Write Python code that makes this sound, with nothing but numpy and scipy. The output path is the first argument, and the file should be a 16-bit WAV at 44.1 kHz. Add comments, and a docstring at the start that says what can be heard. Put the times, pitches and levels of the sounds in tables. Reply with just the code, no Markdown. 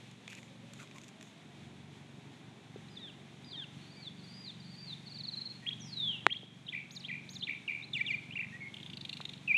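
"""A garden: from the start an engine idles far off under a soft outdoor hiss, a faint whine and a hum.
Close by, a hand-held camera brushes through flowering plants, rustling the leaves, and takes a soft bump.
From about 3 s a songbird sings with its voice box, the syrinx, and a wall echoes it: hooked whistles,
a quick trill, a long falling note. Just after 6 s comes one sharp knock on the camera. The bird goes on
with buzzes, calls and twitters, then a dry rattle (over one last soft bump) and a scooping whistle."""
import sys
import numpy as np
from scipy import signal
from scipy.fft import rfft, irfft
from scipy.io import wavfile
from scipy.ndimage import uniform_filter1d

SR = 44100
rng = np.random.default_rng(int(sys.argv[2]) if len(sys.argv) > 2 else 0)


def materialize(psi):
    """Save the field psi as 16-bit PCM at rate SR to the path in sys.argv[1].

    A 1-D psi becomes a single channel; in a 2-D psi each row is a channel.
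    """
    bounded = np.clip(np.atleast_2d(psi).T, -1, 1)
    quanta = np.round(bounded * 32767).astype(np.int16)
    wavfile.write(sys.argv[1], SR, quanta)


N = 422037
T = np.arange(N) / SR


def undb(db):
    """Turn decibels into a number to multiply by."""
    return 10 ** (np.asarray(db) / 20)


def unit(x):
    """Scale a signal to an average strength (rms) of 1."""
    return x / np.sqrt(np.mean(x ** 2))


def curves(rows, t=T):
    """Join a table's rows with straight lines in time, giving one curve for each value column."""
    s, *columns = np.transpose(rows)
    return [np.interp(t, np.sort(s), c) for c in columns]


def clock(length_s):
    """Seconds since a note began, and its progress from 0 to 1."""
    t = np.arange(int(length_s * SR)) / SR
    return t, t / t[-1]


def add(out, start_s, x):
    """Mix x into out, beginning at start_s."""
    i = int(start_s * SR)
    out[i:i + len(x)] += x[:max(N - i, 0)]


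def butter(x, hz, kind, order=2):
    """Keep the "low" or the "high" side of a sound, split at hz."""
    return signal.sosfilt(signal.butter(order, min(hz, .45 * SR), kind, fs=SR, output="sos"), x)


def colour(x, points, size=4096):
    """Make some pitches louder and others softer, following (pitch_hz, gain_db) points."""
    hz, db = np.transpose(points)
    grid_hz = np.maximum(np.fft.rfftfreq(size, 1 / SR), 1)
    gain = undb(np.interp(np.log(grid_hz), np.log(hz), db))
    # these steps make the filter ring after a sound, never before it
    cepstrum = irfft(np.log(gain))[:size // 2]
    cepstrum[1:] *= 2
    response = irfft(np.exp(rfft(cepstrum, size)))
    return signal.fftconvolve(x, response)[:len(x)]


def wander(rate_hz):
    """A smooth random drift, about 1 in size, that picks a new target rate_hz times a second."""
    hold = int(SR / rate_hz)
    steps = np.repeat(rng.standard_normal(N // hold + 1), hold)
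    return 2.05 * uniform_filter1d(uniform_filter1d(steps, hold), hold)[:N]


def flutter(samples, rate_hz=45):
    """A quick random wobble, about 1 in size, for one note."""
    return unit(butter(rng.standard_normal(SR), rate_hz, "low"))[-samples:]


# how the engine idles: time_s, firing_rate_hz, level_db
ENGINE_IDLE = [(0, 23.08, -58.5), (.6, 23.43, -54), (1.31, 23.35, -59.5), (1.68, 23.28, -53.5),
               (2.26, 23.27, -58.5), (2.74, 23.3, -52.5), (3.04, 23.37, -57.5), (4.2, 23.65, -53.5),
               (5.3, 23.51, -55), (6.1, 23.52, -53), (6.98, 23.34, -55.5), (7.33, 23.22, -53),
               (7.7, 23.12, -60.5), (7.84, 23.24, -54), (8.45, 23.19, -54), (8.8, 23.23, -55),
               (9.57, 23.3, -52.5)]
# the tones in its exhaust: multiple_of_firing_rate, gain_db
EXHAUST_TONES = [(3, -24.5), (4, -9.5), (5, -2.5), (6, 1.5), (7, -3.5), (8, -1.5), (9, -6), (10, -4),
                 (11, -24.5), (12, -12.5), (13, -42)]
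def engine(waver_db=1.45, drift=0.32, smear=0.86, lumpy_db=1.22, stumble=.07):
    """Slow, uneven firings make a stack of tones; each fades and shifts on its long way through the air."""
    firing_hz, level_db = curves(ENGINE_IDLE)
    phase = 2 * np.pi * np.cumsum(firing_hz) / SR + stumble * wander(12)
    throb = 0
    for multiple, gain_db in EXHAUST_TONES:
        shift = smear * rng.standard_normal() + drift * wander(4.2)
        throb = throb + undb(gain_db + waver_db * wander(1.918)) * np.sin(multiple * phase + shift)
    return unit(throb) * undb(level_db + lumpy_db * wander(23))


# the tone of the outdoor background: pitch_hz, gain_db
AIR_COLOUR = [(30, -36.5), (65, -27), (130, 0.5), (230, 1.5), (350, -3), (500, -12), (800, -10.5),
              (1300, -15.5), (2400, -11.5), (2850, -15.5), (3600, -12.5), (4800, -26), (6600, -24.5),
              (10000, -33.5), (13000, -47)]
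# how the breeze rises and falls: time_s, level_db (before the boost), treble_db
BREEZE_STRENGTH = [(0, -66, 2), (.9, -65.5, 2), (1.7, -64.5, 0), (2.8, -63.5, -0.5), (3.7, -64, 0.5),
                   (4.6, -65.5, 3), (5.5, -65.5, 3), (6.3, -64, 1), (7.4, -65.5, 1.5), (9.57, -65, 2.5)]
def air(boost_db=7, flicker_db=0.6):
    """Distant rumble and a soft hiss of leaves that follows the breeze."""
    level_db, treble_db = curves(BREEZE_STRENGTH)
    rumble = butter(colour(rng.standard_normal(N), AIR_COLOUR), 1570, "low")
    hiss = butter(colour(rng.standard_normal(N), AIR_COLOUR), 2070, "high")
    hiss *= undb(treble_db + flicker_db * wander(22))
    return (rumble + hiss) / np.std(rumble) * undb(level_db + boost_db)


# a faint far-off whine: time_s, pitch_hz, level_db
WHINE_PATH = [(0, 460, -72.5), (.9, 589, -70), (1.5, 696, -73), (2.2, 758, -73), (3, 794, -75),
              (3.8, 849, -78), (4.6, 855, -88)]
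def whine(blur_hz=35):
    """A blurred tone climbs slowly and fades into the background."""
    pitch_hz, level_db = curves(WHINE_PATH)
    blur = unit(butter(rng.standard_normal(N), blur_hz, "low"))
    return np.sqrt(2) * undb(level_db) * blur * np.sin(2 * np.pi * np.cumsum(pitch_hz) / SR)


# how the hum swells and fades: time_s, level_db
HUM_LEVEL = [(0, -77.5), (.8, -74.5), (1.6, -72.5), (3.2, -72), (4.2, -78), (5, -90)]
def hum(pitch_hz=409, waver=.004):
    """A thin, nearly steady distant tone that fades away halfway through."""
    level_db = curves(HUM_LEVEL)[0]
    hz = pitch_hz * (1 + waver * wander(4))
    return np.sqrt(2) * undb(level_db) * np.sin(2 * np.pi * np.cumsum(hz) / SR)


# the tone of a leaf: pitch_hz, gain_db
LEAF_TONE = [(300, -9), (1400, -9), (2000, 1.5), (2550, 5.5), (3050, -8), (3500, -2), (4100, -10),
             (4800, -12), (7000, -3.5), (10000, -20), (13000, -29)]
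# leaves flicking past: start_s, peak_db, treble_db
LEAF_FLICKS = [(0.113, -46, 5), (0.278, -35.5, -16), (0.3002, -40.5, 3), (.3055, -44, 2), (.324, -39.5, -1),
               (0.33, -36.5, -6), (.351, -41, 6), (0.382, -45, -3), (0.386, -42, -4), (0.43, -43.5, -21),
               (0.735, -39, 4), (0.8, -43, -1), (.829, -45, 6), (.874, -47, -3), (0.912, -41, -5),
               (0.9605, -42, 0), (0.983, -41, 0), (1.015, -47, 10), (1.036, -46, 16.5), (1.0425, -45, 12),
               (1.0815, -44, 8), (1.0885, -43, 2), (1.2102, -39, -3), (1.2273, -40, 3)]
# leaves sliding: start_s, length_s, level_db, rasp_hz
LEAF_SLIDES = [(0.285, 0.097, -56.5, 2500), (0.365, 0.038, -57.5, 2550), (.37, .14, -73, 7000),
               (.74, 0.15, -71, 6800), (0.789, 0.05, -56.5, 1470), (0.809, 0.048, -61, 1040),
               (.93, .22, -73.5, 6600), (0.941, 0.063, -60.5, 1060), (1.201, 0.14, -71.5, 6540)]
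def leaves(flick_s=0.0011, grain_db=4, rasp_gain=6.0, rasp_sharpness=9):
    """Single leaves flick past; sliding ones make a grainy, papery hiss. The bass is then cut from both."""
    out, t = np.zeros(N), np.arange(SR // 30) / SR
    for start_s, peak_db, treble_db in LEAF_FLICKS:
        burst = rng.standard_normal(len(t)) * np.sqrt(t) * np.exp(-t / flick_s)
        flick = colour(burst, LEAF_TONE)
        flick = butter(flick, 6200, "low") + undb(treble_db) * butter(flick, 3100, "high")
        add(out, start_s, flick / np.abs(flick).max() * undb(peak_db))
    for start_s, length_s, level_db, rasp_hz in LEAF_SLIDES:
        _, progress = clock(length_s)
        noise = rng.standard_normal(len(progress))
        sizes = np.minimum(rng.exponential(size=len(progress)), 3)  # capped: a soft leaf cannot snap
        grains = noise * undb(grain_db * sizes) * np.sqrt(progress) * (1 - progress)
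        rasp = rasp_gain * signal.lfilter(*signal.iirpeak(rasp_hz, rasp_sharpness, SR), grains)
        add(out, start_s, undb(level_db) * unit(colour(grains, LEAF_TONE) + rasp))
    return butter(out, 690, "high")


# the tone of the camera body: pitch_hz, gain_db
BODY_TONE = [(60, -67), (200, -12), (370, -2), (530, -8), (800, 1.5), (1500, 3), (2300, -1), (3100, -8.5),
             (4100, -10.5), (4600, -24.5), (8000, -28), (13000, -54)]
# knocks on it: start_s, peak_db, cutoff_hz (lower for a softer touch), ring_db
BODY_KNOCKS = [(2.759, -38.5, 485, 8), (6.2663, 0.5, 10950, -21), (6.431, -41, 626, 3),
               (9.204, -33, 1350, -2)]
def knocks(ring_hz=440, ring_sharpness=3.3):
    """A quick push on the camera body; a softer touch leaves only its low, hollow thud."""
    out = np.zeros(N)
    for start_s, peak_db, cutoff_hz, ring_db in BODY_KNOCKS:
        push = butter(-signal.unit_impulse(SR // 20), cutoff_hz, "low", order=4)
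        body = colour(push, BODY_TONE)
        ring = signal.lfilter(*signal.iirpeak(ring_hz, ring_sharpness, SR), body)
        knock = body + undb(ring_db) * ring
        add(out, start_s, knock / np.abs(knock).max() * undb(peak_db))
    return out


PURE_DB = (-0.5, -32)  # a pure whistle: a strong main tone and a faint one an octave up
def syrinx(hz, db, harmonics_db=PURE_DB, jitter=0.005, flutter_db=1.57, edge_s=0.0025):
    """The bird's voice box makes a slightly unsteady tone; its throat holds back the high overtones."""
    t = np.arange(len(hz)) / SR
    pitch_wobble = unit(butter(rng.standard_normal(len(hz)), 142, "low"))
    level_wobble = unit(butter(rng.standard_normal(len(hz)), 142, "low"))
    sung_hz = uniform_filter1d(hz, size=90) * (1 + jitter * pitch_wobble)
    phase = 2 * np.pi * np.cumsum(sung_hz) / SR
    soft_ends = np.sin(np.pi / 2 * np.clip(np.minimum(t, t[-1] - t) / edge_s, 0, 1)) ** 2
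    tone = undb(harmonics_db[0]) * np.sin(phase)
    for multiple, harmonic_db in enumerate(harmonics_db[1:], 2):
        throat_db = np.interp(multiple * hz, [4450, 4900, 7500, 9500, 11000], [0, -14, -11, -17, -34])
        tone += undb(harmonic_db + throat_db) * np.sin(multiple * phase)
    return np.sqrt(2) * soft_ends * undb(db + flutter_db * level_wobble) * tone


# short plain notes: start_s, length_s, start_hz, end_hz, level_db
PIP_NOTES = [(2.882, .007, 3580, 4310, -55), (3.442, 0.0069, 3210, 4200, -51),
             (3.963, 0.058, 2324, 2295, -61.5), (6.665, 0.012, 3900, 3740, -43.5),
             (7.029, 0.011, 3950, 3720, -47), (7.409, 0.011, 4150, 3940, -45),
             (7.822, 0.03, 3550, 4250, -47), (8.006, 0.015, 2280, 2320, -29.5),
             (8.135, 0.017, 2510, 2290, -33), (8.307, 0.0077, 2370, 2720, -41),
             (8.321, 0.0187, 2800, 3220, -45.5), (8.524, 0.046, 1848, 1936, -47),
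             (8.605, 0.052, 2226, 2126, -41.5), (8.657, 0.033, 2200, 2150, -42)]
def pips(taper_db=4):
    """Short straight slides in pitch, loudest in the middle."""
    out = np.zeros(N)
    for start_s, length_s, start_hz, end_hz, level_db in PIP_NOTES:
        _, progress = clock(length_s)
        hz = start_hz + (end_hz - start_hz) * progress
        add(out, start_s, syrinx(hz, level_db - taper_db * (2 * progress - 1) ** 2))
    return out


# how strongly a sweeping whistle carries: pitch_hz, gain_db
WHISTLE_STRENGTH = [(1800, -34), (2100, -13), (2700, -6), (3300, 2), (4150, -2.5), (4550, -7.5),
                    (4900, -14.5), (6800, -19)]
def carry_db(hz):
    """The decibels a whistle gains or loses at this pitch."""
    pitch_hz, gain_db = np.transpose(WHISTLE_STRENGTH)
    return np.interp(hz, pitch_hz, gain_db)


# whistles held high, then let fall:
# start_s, hold_s, fall_s, top_hz, sag_hz, end_hz, curve (1 falls straight, 2 levels out), level_db
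HOOK_NOTES = [(2.895, 0.058, 0.042, 5040, 383, 3340, 2.5, -50),
              (3.443, 0.066, 0.055, 4900, 438, 3160, 2.17, -44.5),
              (3.965, 0.059, 0.069, 4630, 133, 3310, 1.14, -46.5),
              (4.336, .104, .069, 4864, 60, 3360, 0.98, -42.5),
              (4.766, 0.09, 0.085, 4690, 60, 3480, 1, -42.5)]
def hooks(hold_db=-3, waver_db=2.0, end_fade_db=5):
    """A thin held note sags, then falls and grows louder as it reaches the pitches that carry best."""
    out = np.zeros(N)
    for start_s, hold_s, fall_s, top_hz, sag_hz, end_hz, curve, level_db in HOOK_NOTES:
        t, _ = clock(hold_s + fall_s)
        held = np.minimum(t / hold_s, 1)
        fallen = np.clip((t - hold_s) / fall_s, 0, 1)
        hz = end_hz + (top_hz - sag_hz * held ** 2 - end_hz) * (1 - fallen) ** curve
        shape_db = hold_db * (1 - fallen) - end_fade_db * fallen ** 6 + waver_db * flutter(len(t))
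        add(out, start_s, syrinx(hz, level_db + carry_db(hz) + shape_db, jitter=0.0069))
    return out


# reedy falling notes: start_s, length_s, start_hz, level_db
REEDY_NOTES = [(2.992, .114, 1970, -49.5), (3.555, .094, 1940, -44)]
def reedy_slides(sag_hz=390, drop_hz=320, taper_db=33):
    """A slow, low note sags, swells and drops away; the overtone an octave up is its loudest part."""
    out = np.zeros(N)
    for start_s, length_s, start_hz, level_db in REEDY_NOTES:
        _, progress = clock(length_s)
        hz = start_hz - sag_hz * progress - drop_hz * progress ** 8
        shape_db = -taper_db * (progress - .5) ** 2
        add(out, start_s, syrinx(hz, level_db + shape_db, harmonics_db=(-15, 0, -21)))
    return out


# wavering whistles before a hook: start_s, length_s, period_s, first_top_hz, last_top_hz, level_db
LEAD_IN_NOTES = [(3.771, 0.2, 0.049, 4410, 4720, -63), (4.177, 0.17, 0.062, 4640, 4830, -60),
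                 (4.599, 0.16, 0.058, 4695, 4650, -58)]
def lead_ins(depth_hz=600, settle=.5, stray=0.069, swell_db=6, waver_db=2.0):
    """A thin whistle dips and recovers unevenly; the dips grow shallower as the held note nears."""
    out = np.zeros(N)
    for start_s, length_s, period_s, first_hz, last_hz, level_db in LEAD_IN_NOTES:
        t, progress = clock(length_s)
        dip = np.sin(np.pi * (t / period_s - .1 + stray * flutter(len(t)))) ** 2
        top_hz = first_hz + (last_hz - first_hz) * progress
        hz = top_hz - depth_hz * (1 - settle * progress) * dip
        shape_db = swell_db * (progress - .5) - 3.5 * dip + waver_db * flutter(len(t))
        add(out, start_s, syrinx(hz, level_db + shape_db, harmonics_db=(0,), jitter=0.013))
    return out


# a run of quick falling notes: start_s, length_s, top_hz, sag_hz, last_drop_hz, level_db
TRILL_NOTES = [(5.057, 0.033, 4580, 449, 550, -50), (5.092, 0.043, 4830, 600, 102, -49),
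               (5.138, 0.041, 4860, 750, 500, -46), (5.183, 0.031, 4754, 655, 700, -42),
               (5.227, .033, 4660, 600, 603, -42), (5.268, 0.0326, 4620, 620, 350, -39),
               (5.316, .035, 4526, 596, 152, -42), (5.36, 0.0358, 4490, 480, 102, -40),
               (5.405, 0.022, 4420, 380, 52, -40.5), (5.45, 0.03, 4430, 420, 100, -40.5),
               (5.503, 0.023, 4460, 278, 0, -50.5)]
def trill(taper_db=34, peak_at=0.63, waver_db=1.5):
    """Each note swells as it sinks, then drops away; the last notes fall less far."""
    out = np.zeros(N)
    for start_s, length_s, top_hz, sag_hz, drop_hz, level_db in TRILL_NOTES:
        t, progress = clock(length_s)
        hz = top_hz - sag_hz * progress - drop_hz * progress ** 9
        shape_db = waver_db * flutter(len(t), rate_hz=120) - taper_db * (progress - peak_at) ** 2
        add(out, start_s, syrinx(hz, level_db + shape_db, harmonics_db=(0, -42), jitter=.008))
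    return out


# notes that step upward: start_s, low_s, high_s, step_s, high_hz, creep_hz, level_db
STEP_NOTES = [(5.623, .035, .038, 0.009, 3265, 30, -38), (6.279, .016, .039, 0.0088, 3034, 290, -33.5)]
def upward_steps(low_hz=1900, low_db=6, flick_hz=1250, flick_at=0.86, fade_db=10, accent_db=8):
    """A soft low note steps up to a gently rising high one, gets briefly louder and dies in an upward flick."""
    out = np.zeros(N)
    for start_s, low_s, high_s, step_s, high_hz, creep_hz, level_db in STEP_NOTES:
        t, _ = clock(low_s + high_s)
        after_s = np.maximum(t - low_s, 0)
        progress = after_s / high_s
        flick = np.maximum(progress - flick_at, 0) / (1 - flick_at)
        lowness = np.exp(-(after_s / step_s) ** 2.1)
        hz = high_hz + (low_hz - high_hz) * lowness + creep_hz * progress + flick_hz * flick
        accent = np.exp(-((progress - flick_at) / 0.07) ** 2)
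        shape_db = low_db * lowness + accent_db * accent - fade_db * flick
        add(out, start_s, syrinx(hz, level_db + carry_db(hz) + shape_db, jitter=0.011))
    return out


# the long falling whistle: time_s, pitch_hz, level_db
FALLING_WHISTLE = [(5.797, 6750, -61), (5.82, 5850, -52), (5.86, 5330, -61), (5.90, 4680, -56),
                   (5.924, 4400, -52), (5.94, 4160, -38), (5.953, 4050, -57), (5.978, 3904, -36.5),
                   (6.005, 3740, -33), (6.016, 3680, -43), (6.028, 3550, -35.5), (6.08, 3356, -31.5),
                   (6.12, 3026, -38), (6.168, 2660, -50)]
# the closing whistle, which dips and rises: time_s, pitch_hz, level_db
SCOOPING_WHISTLE = [(9.475, 2820, -46), (9.484, 2580, -29.5), (9.515, 2372, -26), (9.525, 2274, -33),
                    (9.531, 2058, -37.5), (9.542, 2320, -37), (9.547, 2394, -22.5), (9.568, 2725, -28.5)]
def long_whistles(waver_db=.8, overhang_s=0.0094):
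    """Two drawn-out notes, each following its own path of pitch and level."""
    out = np.zeros(N)
    for path in (FALLING_WHISTLE, SCOOPING_WHISTLE):
        start_s, end_s = path[0][0], path[-1][0] + overhang_s
        t = np.arange(start_s, end_s, 1 / SR)
        hz, level_db = curves(path, t)
        add(out, start_s, syrinx(hz, level_db + waver_db * flutter(len(t))))
    return out


# rough rising notes: start_s, length_s, start_hz, level_db
RASP_NOTES = [(6.678, 0.024, 2804, -34.5), (7.038, 0.039, 2774, -40), (7.421, 0.03, 2950, -33.5)]
def rasps(climb_hz_per_s=35000, peak_s=0.013, swell_db=12, fade_db_per_s=750, tremble_hz=210):
    """A rising note peaks quickly and fades; a very fast tremble in pitch and level roughens it."""
    out = np.zeros(N)
    for start_s, length_s, start_hz, level_db in RASP_NOTES:
        t, _ = clock(length_s)
        tremble = 0.074 * np.sin(2 * np.pi * (tremble_hz * t + rng.random()))
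        hz = (start_hz + climb_hz_per_s * t) * (1 + tremble)
        shape_db = np.minimum(swell_db * (t / peak_s - 1), fade_db_per_s * (peak_s - t))
        add(out, start_s, syrinx(hz, level_db + shape_db + 28 * tremble, harmonics_db=(0, -30)))
    return out


# buzzy notes: start_s, swoop_s, length_s, start_hz, bottom_hz, swoop_db, pulse_db, fade_db
BUZZ_NOTES = [(6.722, 0.026, 0.12, 2680, 1888, -40, -31.5, -20.5),
              (7.083, 0.029, .125, 2690, 1880, -41, -34, -19),
              (7.469, 0.025, 0.11, 2950, 1895, -39.5, -30, -18),
              (7.677, 0.017, 0.16, 3080, 2195, -34.5, -33.5, -14)]
def buzzes(pulses_per_s=77.2, base_hz=2120, depth_hz=750, dip_db=-20):
    """The pitch swoops down, then breaks into a quick, uneven string of falling pulses that fade."""
    out = np.zeros(N)
    for start_s, swoop_s, length_s, start_hz, bottom_hz, swoop_db, pulse_db, fade_db in BUZZ_NOTES:
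        t, _ = clock(length_s)
        swoop_hz = bottom_hz + (start_hz - bottom_hz) * np.maximum(1 - t / swoop_s, 0) ** 1.655
        swoop_level_db = swoop_db - 22 * (t / swoop_s - .4) ** 2
        after_s = np.maximum(t - swoop_s, 0)
        cycle = (pulses_per_s * after_s + 0.238 + .05 * flutter(len(t), rate_hz=40)) % 1
        pulse_hz = base_hz + depth_hz * (1 - cycle) ** 1.8
        dip = 1 - np.exp(-((cycle - .5) / .44) ** 2)  # deepest between pulses
        pulse_level_db = pulse_db + fade_db * after_s / (length_s - swoop_s) + dip_db * dip
        hz = np.where(t < swoop_s, swoop_hz, pulse_hz)
        db = np.where(t < swoop_s, swoop_level_db, pulse_level_db)
        add(out, start_s, syrinx(hz, uniform_filter1d(db, size=45), harmonics_db=(0, -28), jitter=0.015))
    return out


# high notes that go up and over: start_s, rise_s, level_db
ARCH_NOTES = [(6.907, .04, -36.5), (7.29, .048, -36.5)]
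def arches(start_hz=3150, leap_hz=6350, peak_hz=6950, end_hz=3100, leap_s=0.0091, fall_s=0.034):
    """The pitch leaps an octave, creeps higher and falls back; a thin overtone rides an octave above."""
    out = np.zeros(N)
    for start_s, rise_s, level_db in ARCH_NOTES:
        t, _ = clock(rise_s + fall_s)
        rise_hz = np.interp(t, [0, leap_s, rise_s], [start_hz, leap_hz, peak_hz])
        after_s = np.maximum(t - rise_s, 0)
        hz = end_hz + (rise_hz - end_hz) * np.exp(-(after_s / .017) ** 1.2)
        swell_db = -3 * np.maximum(1 - t / rise_s, 0)
        fade_db = -9 * (after_s / fall_s) ** 3
        db = level_db + swell_db + fade_db + 2 * flutter(len(t))
        add(out, start_s, syrinx(hz, db + carry_db(hz), jitter=0.015))
        add(out, start_s, syrinx(2 * hz, db - 39, harmonics_db=(0,), jitter=0.013))
    return out


# falling calls rich in overtones: start_s, length_s, start_hz, bottom_hz, level_db
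BRIGHT_NOTES = [(7.932, 0.0755, 4030, 1681, -37.5), (8.063, 0.0715, 3850, 1846, -36.5)]
def bright_calls(ease_s=.031, taper_db=20, peak_at=0.39, waver_db=2.0):
    """A hard-sung call falls steeply, then levels out, fluttering as it goes."""
    out = np.zeros(N)
    for start_s, length_s, start_hz, bottom_hz, level_db in BRIGHT_NOTES:
        t, progress = clock(length_s)
        hz = bottom_hz + (start_hz - bottom_hz) * np.exp(-t / ease_s)
        shape_db = waver_db * flutter(len(t)) - taper_db * (progress - peak_at) ** 2
        add(out, start_s, syrinx(hz, level_db + shape_db, harmonics_db=(0, -18, -19), jitter=0.017))
    return out


# quick low arcs: start_s, length_s, top_hz, level_db
TWITTER_NOTES = [(8.354, 0.028, 2790, -39.5), (8.388, 0.029, 2695, -37), (8.423, 0.02608, 2590, -40.5),
                 (8.465, 0.025, 2535, -52)]
def twitters(rise_hz=720, drop_hz=950, top_at=0.669):
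    """Each twitter climbs to its top pitch and drops off faster than it rose."""
    out = np.zeros(N)
    for start_s, length_s, top_hz, level_db in TWITTER_NOTES:
        _, progress = clock(length_s)
        to_climb_hz = rise_hz * (1 - progress / top_at) ** 2
        dropped_hz = drop_hz * ((progress - top_at) / (1 - top_at)) ** 2
        hz = top_hz - np.where(progress < top_at, to_climb_hz, dropped_hz)
        add(out, start_s, syrinx(hz, level_db))
    return out


# the tone of the crackle in each tick: pitch_hz, gain_db
CRACKLE_TONE = [(1200, -53), (2000, 3.5), (2800, 19), (3500, -3), (4300, 8), (5000, -8), (7000, -4),
                (12000, -19.5)]
# dry ticks that slow down and climb: start_s, pitch_hz, peak_db
RATTLE_TICKS = [(8.7408, 3296, -34), (8.7677, 3100, -37.5), (8.8, 3300, -42), (8.8296, 3470, -37),
                (8.861, 3570, -34), (8.898, 3800, -36.5), (8.932, 3630, -36), (8.9708, 3870, -32.5),
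                (9.0094, 3850, -37.5), (9.05, 3614, -29.5), (9.094, 3810, -29.5), (9.1288, 3730, -29.5),
                (9.1696, 3770, -32.5), (9.2106, 3760, -32), (9.2523, 3720, -29.5), (9.2912, 3500, -37),
                (9.3344, 3560, -36.5), (9.378, 3737, -59)]
def rattle(climb=0.005, pip_s=0.00068, spacing_s=.0015, crackle_db=-12):
    """Each tick is four quick rough pips: the syrinx snaps open and the throat rings for a few cycles."""
    out, t = np.zeros(N), np.arange(SR // 50) / SR
    for start_s, pitch_hz, peak_db in RATTLE_TICKS:
        tick = 0
        for pip, (lag, detune, size) in enumerate(rng.standard_normal((4, 3))):
            age_s = t - (pip + 0.705 + .12 * lag) * spacing_s
            hz = pitch_hz * (1 + climb * (pip - 1) + 0.069 * detune)
            ring = np.sin(2 * np.pi * hz * age_s)
            crackle = undb(crackle_db) * colour(rng.standard_normal(len(t)), CRACKLE_TONE)
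            shape = undb(1.2 * size - 0.7 * pip ** 2) * np.exp(-.5 * (age_s / pip_s) ** 2)
            tick = tick + shape * (ring + crackle)
        add(out, start_s, tick / np.abs(tick).max() * undb(peak_db))
    return out


def late(x, delay_s):
    """The same sound, arriving delay_s later."""
    return np.interp(T - delay_s, T, x, left=0)


def scatter(x, fade_s, build_s, echoes_per_s):
    """Many small separate echoes that build up, then die away by 60 dB in fade_s."""
    t = T[:SR]
    echoes = rng.standard_normal(SR) * (rng.random(SR) < echoes_per_s / SR)
    echoes *= undb(-60 * t / fade_s) * (1 - np.exp(-t / build_s))
    return signal.fftconvolve(x, echoes / (np.linalg.norm(echoes) + 1e-9))[:N]


# strength of the wall echo as the bird turns: time_s, gain_db
WALL_STRENGTH = [(2.98, -12), (3.08, -10), (3.53, -6), (3.6, -16), (4.2, -13.5), (4.9, -10.5), (5.3, -11),
                 (5.7, -5.5), (6.05, -11), (6.35, -7), (6.8, -10.5), (7.0, -9.5), (7.15, -9.5), (7.4, -10),
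                 (7.55, -15.5), (8.1, -12), (8.7, -19), (8.8, -9.5), (9.1, -5.5), (9.55, -13)]
# the wall returns the high notes best: pitch_hz, gain_db
WALL_TONE = [(2000, 2), (3700, -2.5), (4300, 4), (4800, 6), (7000, 5.5)]
def garden(song, direct_db=-0.88, ground_s=.00252, ground_db=-10, bushes_db=-12.5,
           wall_s=.042, tail_db=-14.0, turn=0.19):
    """The song arrives straight, off the ground, through bushes, off a wall, and off trees and houses."""
    bushes = undb(bushes_db) * scatter(song, fade_s=0.022, build_s=0.002, echoes_per_s=1800)
    # the ground bounce cancels some pitches, so a sliding note dips in level on its way
    ground = undb(ground_db) * late(song, ground_s)
    near = undb(direct_db) * (song + ground) + bushes
    wall_db = curves(WALL_STRENGTH)[0]
    wall = undb(wall_db) * colour(late(near, wall_s), WALL_TONE)
    # facing the wall also sends more of the song out among the houses
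    sent_out = song * undb(turn * (wall_db - wall_db.mean()))
    tail = scatter(sent_out, fade_s=0.69, build_s=0.021, echoes_per_s=800)
    return near + wall + undb(tail_db) * butter(tail, 11000, "low")


def scene():
    """The bird across the garden, the background, and the rustles and knocks close by, in one channel."""
    song = hooks() + lead_ins() + trill() + upward_steps() + long_whistles() + arches() + pips()
    song += twitters() + reedy_slides() + bright_calls() + rasps() + buzzes() + rattle()
    return (garden(song) + engine() + air() + leaves() + knocks() + whine() + hum())[None]


def record(dry, threshold_db=-17, release_db_per_s=16, squeeze=0.22, top_hz=13300):
    """An automatic volume control ducks at a loud peak and recovers slowly; the highest treble is cut."""
    over_db = np.maximum(20 * np.log10(np.abs(dry[0]) + 1e-9) - threshold_db, 0)
    held_db = np.maximum.accumulate(over_db + release_db_per_s * T) - release_db_per_s * T
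    treble_cut = signal.ellip(8, .2, 70, top_hz, fs=SR, output="sos")
    return signal.sosfilt(treble_cut, dry * undb(-squeeze * held_db))


dry = scene()
out = record(dry)
materialize(out)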